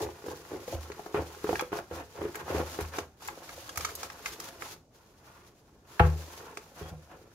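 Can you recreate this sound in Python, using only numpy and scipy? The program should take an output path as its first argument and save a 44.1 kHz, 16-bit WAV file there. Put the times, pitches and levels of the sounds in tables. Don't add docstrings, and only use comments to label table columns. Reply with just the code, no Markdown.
import sys
import numpy as np
from scipy import signal
from scipy.fft import rfft, irfft, next_fast_len
from scipy.io import wavfile
from scipy.ndimage import uniform_filter1d

SR = 44100
rng = np.random.default_rng(int(sys.argv[2]) if len(sys.argv) > 2 else 0)


def put_to_file(sound):
    columns = np.atleast_2d(sound).T
    safe = np.clip(columns, -1, 1)
    whole_steps = np.round(safe * 32767)
    wavfile.write(sys.argv[1], SR, whole_steps.astype(np.int16))


N = 323694


def amp(db):
    return 10 ** (np.asarray(db) / 20)


def evened(x):
    return x / np.sqrt(np.mean(x ** 2, -1, keepdims=True) + 1e-20)


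def add(mix, start_s, sound):
    part = mix[:, round(start_s * SR):][:, :sound.shape[1]]
    part += sound[:, :part.shape[1]]


def coloured(x, points):
    size = next_fast_len(x.shape[-1] + 4096)
    hz, db = np.transpose(points)
    bins_hz = np.fft.rfftfreq(size, 1 / SR)
    gain = amp(np.interp(np.log(bins_hz + 1), np.log(hz + 1), db))
    return irfft(rfft(x, size) * gain, size)[..., :x.shape[-1]]


def burst(colour, rise_s, t60_s):
    t = np.arange(3000) / SR
    noise = evened(coloured(rng.standard_normal((2, len(t))), colour))
    return (1 - np.exp(-t / rise_s)) * amp(-60 * t / t60_s) * noise


def slips(per_s, spread_db, clump_db, clump_s, hiss):
    width = int(clump_s * SR)
    clumps = evened(uniform_filter1d(uniform_filter1d(rng.standard_normal(N), width), width))
    size = amp(spread_db * np.minimum(rng.exponential(1, N), 3.2))
    clicks = size * (rng.random(N) < per_s / SR)
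    clicks = signal.lfilter([1], [1, -.97], clicks)
    return amp(clump_db * clumps) * (evened(clicks) + hiss) * rng.standard_normal((2, N))


def ring(modes, db, length_s, rise_s, damping=1, neighbour=-1.098):
    hz, mode_db, t60_s = np.transpose(modes)[..., None]
    t = np.arange(int(length_s * SR)) / SR
    phase = rng.random((len(modes), 1))
    hz = hz * (1 + .008 * rng.standard_normal(hz.shape))
    weight = neighbour ** np.arange(len(modes))[:, None]
    level = amp(mode_db + db - 60 * damping * t / t60_s)
    envelope = weight * level * (1 - np.exp(-t / rise_s))
    return np.array([(envelope * np.sin(2 * np.pi * (hz * t + turn))).sum(0) for turn in (0, phase)])


def driven(modes, db, drive, damping, shift, count):
    out, t = np.zeros((2, N)), np.arange(N) / SR
    turns_s = np.cumsum(rng.uniform(.5, 1.5, 80)) * .12 - 1
    patch = rng.integers(0, count, len(turns_s))
    for k in range(count):
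        bend, tilt = rng.standard_normal((2, len(modes), 1))
        bent = np.array(modes)
        bent[:, :1] *= 1 + shift * bend
        body = ring(bent, db + 70 * shift * tilt, .35, 0.0014, damping)
        body = body / np.linalg.norm(body, axis=1)[:, None]
        share = np.sqrt(np.interp(t, turns_s, patch == k))
        out += signal.oaconvolve(share * drive, body, axes=1)[:, :N]
    return out


# start_s, length_s, scuff_db, crumple_db, hiss_db
HAND_STROKES = [(-.02, 0.068, -31.5, -52, -45.5), (0.24, 0.077, -42.5, -75, -54.5),
                (0.5, 0.071, -40.5, -68, -67), (0.665, 0.087, -41.5, -53, -50.5),
                (1.135, 0.054, -34, -37.5, -55), (1.43, 0.16, -45, -50.5, -49.5),
                (1.715, 0.073, -43, -43.5, -49.5), (1.895, 0.12, -44, -48, -55),
                (2.14, 0.15, -42, -51, -59.5), (2.33, 0.08, -46.5, -47, -54.5),
                (2.45, 0.16, -36.5, -41, -50), (2.63, 0.18, -48.5, -58, -54.5),
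                (2.78, 0.045, -53, -43, -47.5), (2.91, 0.095, -47, -45, -48.5),
                (3.19, 0.12, -55, -57, -53.5), (3.42, 0.25, -73, -67, -53.5),
                (3.75, 0.16, -50.5, -53, -47.5), (3.945, 0.12, -64, -68, -49.5),
                (4.24, 0.095, -68, -61, -47), (4.39, 0.1, -59, -56, -51.5), (4.58, 0.16, -59, -57, -49.5)]
# start_s, length_s, scuff_db, scrape_db, hiss_db
BOX_SCRAPES = [(5.18, 0.31, -70, -62.5, -67), (5.86, 0.24, -67, -57.5, -58.5),
               (6.0, 0.077, -45.5, -50, -58), (6.12, 0.28, -77, -82, -55), (6.29, 0.22, -57.5, -54.5, -81),
               (6.735, 0.16, -53, -54, -58.5), (7.09, 0.055, -54, -56.5, -81)]
# scuff_db_per_s, crumple_db_per_s, hiss_db_per_s
STROKE_FADE = (337, 430, 920)
# scuff_db_per_s, scrape_db_per_s, hiss_db_per_s
SCRAPE_FADE = (78, 390, 940)
# time_s, level_db
RESTING_HANDS = [(0, -58), (1.4, -55), (1.87, -65), (2.75, -51.5), (3.14, -74), (3.36, -57), (4.7, -56.5),
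                 (4.87, -85), (4.95, -68), (5.8, -73.5), (6.1, -57.5), (7.34, -69.5)]
# scuff_db, crumple_db, hiss_db
REST_OFFSET = (0.51, -1.2, 0)
RISE_SHARE = (0.33, 0.24, 0.29)


def contact(layer):
    t = np.arange(0, N, 32) / SR
    power = amp(np.interp(t, *np.transpose(RESTING_HANDS)) + REST_OFFSET[layer]) ** 2
    for rows, fade in [(HAND_STROKES, STROKE_FADE), (BOX_SCRAPES, SCRAPE_FADE)]:
        for start_s, length_s, *db in rows:
            rise = np.clip((t - start_s) / (RISE_SHARE[layer] * length_s), 0, 1)
            after_s = np.maximum(t - start_s - length_s, 0)
            power += (rise * amp(db[layer] - fade[layer] * after_s)) ** 2
    return np.interp(np.arange(N) / SR, t, np.sqrt(power))


# pitch_hz, level_db, t60_s
BOX_MODES = [(236.3, -11, 0.15), (368.6, -2, 0.12), (403.5, -0.5, 0.17), (493.5, -5, 0.13), (722, 1, 0.049),
             (830, 6.5, 0.028), (1161, 7, 0.016), (1301, 4.5, 0.019), (1621, -1, 0.034), (2264, 21, 0.0073)]


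def lean(spot_hz, db_at_one_octave):
    return -db_at_one_octave * np.log2(np.array(BOX_MODES)[:, :1] / spot_hz) ** 2


def scuffing():
    drive = contact(0) * evened(slips(220, 4.4, 2.4, 0.0092, 0.79))
    return driven(BOX_MODES, lean(403, 4.2), drive, 3.0, 0.062, count=4)


# pitch_hz, level_db, t60_s
TABLE_MODES = [(60, -13, 0.3), (79, 0, 0.4), (104, 1, 0.14), (154, -4, 0.3)]


def pushing():
    drive = contact(0) * evened(slips(110, 5.7, 1.0, 0.016, 0.71))
    return amp(-8.0) * driven(TABLE_MODES, 0, drive, 1.1, 0, count=1)


# pitch_hz, level_db
CRUMPLE_COLOUR = [(500, -5.5), (1200, 8), (3000, -9), (6000, -32)]


def crushing():
    smooth = 2.0 + 2.4 * (np.arange(N) > 4.8 * SR)
    drive = contact(1) * slips(300, 7.1, 2.3, 0.013, smooth) / (1 + smooth)
    cardboard = driven(BOX_MODES, lean(830, 10.4), drive, 1.14, 0.047, count=4)
    return amp(-4.5) * cardboard + amp(6.5) * coloured(drive, CRUMPLE_COLOUR)


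# pitch_hz, level_db
HISS_COLOUR = [(1470, -2), (2720, -2), (6820, -1.5), (8080, -10.5), (10000, -7), (13600, -7), (15800, -13)]


def sliding():
    return contact(2) * evened(coloured(slips(270, 2.5, 2.04, 0.02, 4.0), HISS_COLOUR))


# pitch_hz, level_db
QUIET_COLOUR = [(86, 4), (735, -9), (1840, -40), (6650, -28), (14200, -55)]


def quiet():
    return amp(-61) * evened(coloured(rng.standard_normal((2, N)), QUIET_COLOUR))


# start_s, peak_db, pitch_hz
TABLE_THUDS = [(0.04, -54, 155), (0.742, -32, 65), (1.921, -39, 85), (2.558, -31, 101), (2.812, -33, 75),
               (3.773, -38, 75), (6.001, -12.5, 103.6), (6.815, -35.5, 113), (6.915, -36, 140)]


def thuds():
    out = np.zeros((2, N))
    for start_s, peak_db, spot_hz in TABLE_THUDS:
        weights_db = -12 * np.log2(np.array(TABLE_MODES)[:, :1] / spot_hz) ** 2
        damping = amp(-.15 * (peak_db + 20.0))
        blow = ring(TABLE_MODES, weights_db, 0.65, 0.0031, damping, 1.0)
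        add(out, start_s, amp(peak_db) * blow / abs(blow[0]).max())
    return out


# start_s, peak_db, pitch_hz
BOX_KNOCKS = [(0.064, -32, 430), (0.241, -35.5, 395), (0.284, -29, 410), (0.542, -32, 395),
              (0.679, -30, 375), (0.901, -31, 450), (0.994, -30, 428), (1.062, -30, 420), (1.145, -18, 480),
              (1.443, -21, 375), (1.4915, -15.5, 490), (1.508, -25, 390), (1.529, -18.5, 497),
              (1.623, -23.5, 507), (1.719, -30, 400), (1.729, -20.5, 500), (1.755, -26.5, 484),
              (1.788, -29.5, 810), (1.912, -29, 388), (2.216, -24, 418), (2.252, -23.5, 405),
              (2.481, -29, 780), (2.504, -26, 840), (2.548, -19, 365), (2.601, -20, 416), (2.789, -23, 583),
              (2.985, -21.5, 583), (6.573, -34, 520), (6.812, -34, 390)]


def knocks():
    out = np.zeros((2, N))
    for start_s, peak_db, spot_hz in BOX_KNOCKS:
        weights_db = lean(spot_hz, 11.5) + 6.3 * rng.standard_normal((len(BOX_MODES), 1))
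        blow = ring(BOX_MODES, weights_db, .25, 0.00056, 1.94, 1)
        add(out, start_s, amp(peak_db) * blow / abs(blow[0]).max())
        add(out, start_s, amp(peak_db - 17) * burst(CRUMPLE_COLOUR, 0.000077, 0.051))
    return out


# start_s, tick_db, tick_hz, pop_db
FOAM_SNAPS = [(0.9184, -39, 3000, -47), (1.5558, -33.5, 3000, -36), (1.5942, -25.5, 3000, -32),
              (1.6087, -32.5, 7000, -36), (2.355, -33.5, 11400, -41), (2.808, -33, 9000, -45),
              (2.9854, -29, 4900, -37), (3.2756, -31, 9200, -59), (3.2854, -37, 3000, -37.5),
              (3.4915, -41.5, 3650, -46), (3.692, -34.5, 4750, -46), (3.7578, -37, 6460, -47),
              (3.774, -23.5, 10200, -35), (3.8072, -35, 4340, -41), (3.8478, -25.5, 4860, -31),
              (3.9519, -29, 9800, -62), (4.0306, -33, 6900, -39.5), (4.1004, -38, 3640, -44.5),
              (4.2591, -30, 5800, -34), (4.4, -30.5, 6800, -47.5), (4.622, -43, 6990, -39),
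              (6.572, -35.5, 5070, -42)]


def snaps():
    out = np.zeros((2, N))
    for start_s, tick_db, tick_hz, pop_db in FOAM_SNAPS:
        cracks = np.zeros((1, 500))
        late_s = np.arange(4) * rng.uniform(0, .003, 4)
        cracks[0, (late_s * SR).astype(int)] = amp(-1200 * late_s)
        colour = [(hz, db - 5 * np.log2(hz / tick_hz) ** 2) for hz, db in HISS_COLOUR]
        tick = signal.oaconvolve(burst(colour, 0.00017, 0.03), cracks, axes=1)
        add(out, start_s, amp(tick_db) * tick / abs(tick[0]).max())
        weights_db = lean(1250, 18) + 3 * rng.standard_normal((len(BOX_MODES), 1))
        pop = ring(BOX_MODES, weights_db, .1, 0.00015, 1.3)
        pop = signal.oaconvolve(pop, cracks, axes=1)
        add(out, start_s, amp(pop_db) * pop / pop[0, :400].std())
    return out


def slam():
    land_s, ring_peak_db = 5.995, -10
    out = np.zeros((2, N))
    for late_s, edge_db in [(0, -11.5), (.003, -2), (.009, -3.5)]:
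        blow = ring(BOX_MODES, lean(620, 8), .3, 0.0013)
        add(out, land_s + late_s, amp(edge_db) * blow / abs(blow[0]).max())
    out *= amp(ring_peak_db) / abs(out[0]).max()
    add(out, land_s, amp(ring_peak_db - 4.0) * burst(CRUMPLE_COLOUR, 0.00086, 0.044))
    return out


# start_s, length_s, pitch_hz, width_hz, level_db
EDGE_SQUEAK = (6.81, .1, 3300, 300, -59)


def squeak():
    start_s, length_s, hz, width_hz, db = EDGE_SQUEAK
    noise = rng.standard_normal((2, N))
    tone = evened(coloured(noise, [(hz - width_hz, -40), (hz, 0), (hz + width_hz, -40)]))
    progress = np.clip((np.arange(N) / SR - start_s) / length_s, 0, 1)
    return amp(db) * tone * np.sin(np.pi * progress)


def room(x, t60_s=0.25):
    t = np.arange(int(.4 * SR)) / SR
    taps = rng.choice([-1., 1.], (2, len(t))) * (rng.random((2, len(t))) < .05)
    taps = taps * amp(-60 * t / t60_s) * (t > .004)
    taps = coloured(taps, [(100, 1.0), (500, -8), (12000, -9.5)])
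    return signal.oaconvolve(x, taps / np.linalg.norm(taps[0]), axes=1)[:, :N]


# pitch_hz, level_db
SIDE_WIDTH = [(60, -15), (300, -21), (600, -10), (1400, -2), (5000, 0)]


def scene():
    near = scuffing() + crushing() + sliding() + knocks() + snaps() + squeak()
    lid, bumps = slam(), thuds()
    reflected = room(amp(-11.0) * near + amp(-7.5) * lid + amp(-12.5) * bumps)
    mid, side = near + lid + reflected + pushing() + bumps + quiet()
    side = coloured(side, SIDE_WIDTH)
    return np.array([mid + side, mid - side])


def record(dry):
    low_cut_hz, high_cut_hz = 42, 15800
    thin = signal.sosfilt(signal.butter(4, low_cut_hz, "high", fs=SR, output="sos"), dry)
    band = signal.firwin(511, high_cut_hz, window=("kaiser", 9), fs=SR)
    return signal.oaconvolve(thin, band[None], "same")


dry = scene()
out = record(dry)
put_to_file(out)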